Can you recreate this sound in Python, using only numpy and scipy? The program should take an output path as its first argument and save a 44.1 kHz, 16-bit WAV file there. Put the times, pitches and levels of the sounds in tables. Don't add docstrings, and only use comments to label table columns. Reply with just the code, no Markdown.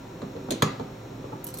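import sys
import numpy as np
from scipy import signal
from scipy.fft import rfft, irfft
from scipy.io import wavfile
from scipy.ndimage import uniform_filter1d

SR = 44100
rng = np.random.default_rng(int(sys.argv[2]) if len(sys.argv) > 2 else 0)


def persist_wave(psi):
    counts = np.round(np.clip(psi, -1, 1) * 32767).astype(np.int16)
    wavfile.write(sys.argv[1], SR, np.atleast_2d(counts).T)


N = 70560
LOW_CUT_HZ, TOP_HZ = 64.3, 15900

# start in seconds, relative levels in dB of housing thud, inlet, funnel clang and rim tick,
# contact hardness as cut-off in Hz, neck pitch in Hz, neck level in dB.
CONTACTS = [(.218, -50, -33.5, -34, -39.5, 1270, 540, -41), (0.227, -29, -31.5, -58, -56, 1284, 423, -44),
            (0.351, -38, -36.5, -46, -61, 1200, 486, -39), (.364, -40, -30.5, -41, -43.5, 1000, 480, -33.5),
            (.486, -46, -29, -31.5, -43, 915, 490, -35), (0.5065, -51, -29, -44, -22, 7000, 1555, -41.5),
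            (.512, -35, -25.5, -53, -26.5, 5000, 594, -28),
            (0.5209, -36, -33.5, -59, -24.5, 2160, 646, -33), (.532, -38, -29, -62, -40, 1500, 242.7, -27),
            (0.6218, -28.5, -31.5, -17, -23.5, 9150, 819, -30.5),
            (0.6239, -13, -21.5, -18.5, -19.5, 5900, 478, -33),
            (0.7967, -51, -29, -29.5, -40, 1070, 479, -28.5), (0.806, -30, -32, -35.5, -55, 1010, 489, -31),
            (1.106, -35, -49, -62, -72, 920, 324, -48), (1.196, -38.5, -40.5, -61, -72, 990, 382, -45),
            (1.241, -39, -34, -36, -64, 980, 520, -36), (1.322, -36, -38, -35.5, -67, 1170, 796, -41),
            (1.3282, -33, -38, -33.5, -69, 1000, 856, -33.5)]
# mode in Hz, relative level in dB, T60 in seconds.
HOUSING_MODES = [(131.2, -2, 0.15), (156.6, 1.5, 0.15), (206.3, -2.5, 0.19), (241, 2, 0.086),
                 (263.6, -14, 0.49)]
INLET_MODES = [(269, -5, 0.085), (390, -11, 0.028), (469.8, 1, 0.091), (565.6, 1, 0.089)]
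FUNNEL_MODES = [(904, -5, 0.16), (1008, -9.5, 0.22), (1122.6, -5, 0.23), (1200, -6.5, 0.23),
                (1295, -2.5, 0.085), (1308, 3.5, 0.03), (1724, -12, 0.08), (1815, -5.5, 0.033),
                (2035, -6, 0.033), (2354, -7.5, 0.057), (3297, 2.5, 0.022), (3500, -0.5, 0.028),
                (4130, -7, 0.025)]
RIM_MODES = [(2500, -9, 0.027), (3440, -11, 0.056), (3570, -13, 0.04), (4096, -2.5, 0.044),
             (4270, -1, 0.033), (6730, -5, 0.044), (7400, -30, 0.052)]
# frequency in Hz, relative density in dB.
HOUSING_SPECTRUM = [(40, -37), (90, -45), (170, 9.5), (300, -7), (600, -3.5), (1500, -71)]
INLET_SPECTRUM = [(120, -3.5), (260, 6), (500, 0), (800, -12), (1400, -18), (9000, -62)]
FUNNEL_SPECTRUM = [(400, -30.5), (780, -3), (1250, -6.5), (1550, -20), (1850, -6.5), (2150, -17.5),
                   (2700, -16.5), (3400, -25), (3750, -16.5), (4300, -12), (6000, -36), (16000, -63)]
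RIM_SPECTRUM = [(1000, -11.5), (2300, -7), (4050, 3), (5100, -9.5), (6700, 0.5), (8000, -3), (10500, 3.5),
                (12500, -4), (16000, -18)]


def funnel():
    rings, cracks = np.zeros((2, 2, N))
    for start_s, thud_db, inlet_db, clang_db, tick_db, cutoff_hz, neck_hz, neck_db in CONTACTS:
        thud_start_s = start_s + 0.0033
        thud = amp(thud_db) * rise(0.0036)
        add(rings, thud_start_s, thud * amp(0.5) * ring(HOUSING_MODES, detune=0.0023))
        add(cracks, thud_start_s, thud * amp(-0.5) * crack(HOUSING_SPECTRUM, t60_s=0.064))

        hollow = rise(0.0015)
        add(rings, start_s, hollow * amp(inlet_db - 3.5) * ring(INLET_MODES, detune=0.0059))
        add(rings, start_s, hollow * amp(neck_db) * ring([(neck_hz, 0, 0.086)], detune=0.004))
        add(cracks, start_s, hollow * amp(inlet_db - 2) * crack(INLET_SPECTRUM, t60_s=0.11))

        clang = amp(clang_db) * rise(0.00023)
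        add(rings, start_s, clang * amp(-0.5) * soften(ring(FUNNEL_MODES, detune=0.0013), cutoff_hz))
        add(cracks, start_s, clang * amp(-3) * soften(crack(FUNNEL_SPECTRUM, t60_s=0.049), cutoff_hz))

        rim_cutoff_hz = 4.7 * cutoff_hz
        tick = amp(tick_db) * rise(0.00014)
        add(rings, start_s, tick * amp(-8) * soften(ring(RIM_MODES, detune=0.0019), rim_cutoff_hz))
        add(cracks, start_s, tick * amp(0.5) * soften(crack(RIM_SPECTRUM, t60_s=0.021), rim_cutoff_hz))
    return rings, cracks


def ring(modes, detune):
    out = np.zeros((2, N))
    width_hz, side_db = np.array(STEREO_WIDTH, float).T
    for (hz, db, t60_s), (shift, side) in zip(modes, rng.standard_normal((len(modes), 2))):
        spread_rad = np.sign(side) * np.arctan(amp(np.interp(hz, width_hz, side_db)))
        phase = 2 * np.pi * hz * (1 + detune * shift) * clock()
        polarity = np.sign(shift) if hz > INLET_MODES[-1][0] else 1
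        out += polarity * amp(db) * fade(t60_s) * np.sin([phase + spread_rad, phase - spread_rad])
    power = sum(amp(db) ** 2 for _, db, _ in modes) / 2
    return out / np.sqrt(power)


def crack(spectrum, t60_s):
    envelope = fade(t60_s)
    burst = colour(noise(), spectrum) * envelope
    return unit(burst) * np.sqrt(np.mean(envelope ** 2))


def soften(x, cutoff_hz):
    return butterworth(x, 3, min(cutoff_hz, TOP_HZ), "low")


# start in seconds, high tick in dB, lower clack in dB, wall pitch in Hz, wall clink in dB.
BEAN_HITS = [(1.4425, -26, -51, 6660, -57), (1.4676, -31, -37, 3000, -47), (1.476, -33.5, -57, 7840, -63),
             (1.487, -40, -42, 5930, -48), (1.504, -46, -48, 6000, -51), (1.54, -31, -36.5, 4300, -42.5),
             (1.572, -39, -40, 5860, -46), (1.586, -33, -37, 8780, -37), (1.594, -41, -46, 4312, -57)]
# frequency in Hz, relative density in dB.
TICK_SPECTRUM = [(5000, -23), (8700, -12.5), (11000, 9), (12400, 5), (13800, -4), (15500, -10),
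                 (17000, -27)]
CLACK_SPECTRUM = [(1500, -42), (3000, -12), (4300, -2.5), (5100, -6.5), (5900, -3.5), (7000, -6), (8600, 3),
                  (12000, 3.5), (16000, -13)]


def beans(jug_t60_s=0.035):
    out = np.zeros((2, N))
    for start_s, tick_db, clack_db, clink_hz, clink_db in BEAN_HITS:
        tick = amp(tick_db) * crack(TICK_SPECTRUM, t60_s=0.024)
        clack = amp(clack_db) * crack(CLACK_SPECTRUM, t60_s=0.074)
        clink = amp(clink_db) * ring([(clink_hz, 0, jug_t60_s)], detune=0.001)
        add(out, start_s, (tick + clack + clink) * rise(0.000077))
    return out


# frequency in Hz, rms level in dB.
HUM_TONES = [(114, -50.5), (263.8, -50), (382.2, -52), (522.2, -56), (952.8, -63.5), (1373, -65)]
# frequency in Hz, relative density in dB.
FAN_SPECTRUM = [(18, -61), (30, 11), (86, -11), (122, 1.5), (234, -4.5), (265, -11), (289, -2), (377, -6),
                (526, -8.5), (810, -11), (2000, -25), (2600, -29), (4400, -120)]
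DUCT_SPECTRUM = [(900, -54), (2000, 0), (2500, 3.5), (3200, 0), (4100, 2.5), (4900, -8.5), (5500, 1.5),
                 (6100, -5.5), (6700, -1), (7600, -7), (9500, -12.5), (12300, -4.5), (14000, -18.5),
                 (16000, -11.5)]


def roaster(flutter_depth=0.6, flutter_hz=14, fan_db=-40.5, hiss_db=-55.5):
    hum = np.zeros(N)
    for hz, db in HUM_TONES:
        flutter = 1 + flutter_depth * (walk(flutter_hz) + 1j * walk(flutter_hz))
        tone = np.real(flutter * np.exp(2j * np.pi * hz * clock()))
        hum += amp(db) * unit(tone)
    fan = amp(fan_db) * unit(colour(noise(), FAN_SPECTRUM))
    hiss = amp(hiss_db) * unit(colour(noise(), DUCT_SPECTRUM))
    return hum + fan + hiss


# frequency in Hz, reverberation gain in dB.
ROOM_RESPONSE = [(60, -32), (200, -8), (500, -6.5), (1200, -5), (3000, -3.5), (7000, -0.5), (14000, -10.5)]


def room(x, crossover_hz=3500):
    low = butterworth(noise(), 2, crossover_hz, "low") * fade(t60_s=0.52)
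    high = butterworth(noise(), 2, crossover_hz, "high") * fade(t60_s=0.18)
    tail = (low + high) * rise(0.001)
    tail /= np.sqrt(np.sum(tail ** 2) / 2)
    tail = colour(tail, ROOM_RESPONSE)[:, :N // 2]
    return signal.fftconvolve(x[:1], tail, axes=1)[:, :N]


# frequency in Hz, side against mid in dB.
STEREO_WIDTH = [(60, -17), (200, -32), (380, -11), (700, 0.5), (1250, -2), (1750, -8.5), (2500, -1.5),
                (4200, -1.5), (6000, -8.5), (7300, -1), (8700, 3.5), (10300, 33), (11500, 10.5),
                (13000, -8), (14500, -6)]


def noise():
    mid_curve = [(hz, -10 * np.log10(1 + amp(db) ** 2)) for hz, db in STEREO_WIDTH]
    side_curve = [(hz, -10 * np.log10(1 + amp(-db) ** 2)) for hz, db in STEREO_WIDTH]
    mid = colour(rng.standard_normal(N), mid_curve)
    side = colour(rng.standard_normal(N), side_curve)
    return np.array([mid + side, mid - side])


def colour(x, curve):
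    hz, db = np.array(curve, float).T
    bins_hz = np.maximum(np.fft.rfftfreq(N, 1 / SR), 1)
    gain = amp(np.interp(np.log(bins_hz), np.log(hz), db))
    return irfft(rfft(x) * gain, N)


def butterworth(x, order, cutoff_hz, kind):
    return signal.sosfilt(signal.butter(order, cutoff_hz, kind, fs=SR, output="sos"), x)


def amp(db):
    return 10 ** (np.asarray(db) / 20)


def clock():
    return np.arange(N) / SR


def unit(x):
    return x / np.sqrt(np.mean(x ** 2))


def fade(t60_s):
    return np.exp(-np.log(1000) * clock() / t60_s)


def rise(tau_s):
    return 1 - np.exp(-clock() / tau_s)


def walk(rate_hz):
    hold = int(SR / rate_hz)
    steps = np.repeat(rng.standard_normal(N // hold + 1), hold)
    return uniform_filter1d(steps, hold)[:N]


def add(out, start_s, x):
    first = int(start_s * SR)
    out[:, first:] += x[:, :N - first]


# frequency in Hz, left against right in dB.
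BALANCE = [(60, 0), (250, -2.5), (600, 1), (1100, 1), (2000, 1), (4000, 0.5), (12000, -2.5)]


def scene():
    rings, cracks = funnel()
    clatter = cracks + beans()
    reflections = room(clatter + amp(-8) * rings)
    left, right = rings + clatter + reflections + roaster()
    left = colour(left, [(hz, db / 2) for hz, db in BALANCE])
    right = colour(right, [(hz, -db / 2) for hz, db in BALANCE])
    return np.array([left, right])


def record(dry):
    high_passed = butterworth(dry, 3, LOW_CUT_HZ, "high")
    return signal.sosfilt(signal.ellip(8, 0.2, 70, TOP_HZ, fs=SR, output="sos"), high_passed)


dry = scene()
out = record(dry)
persist_wave(out)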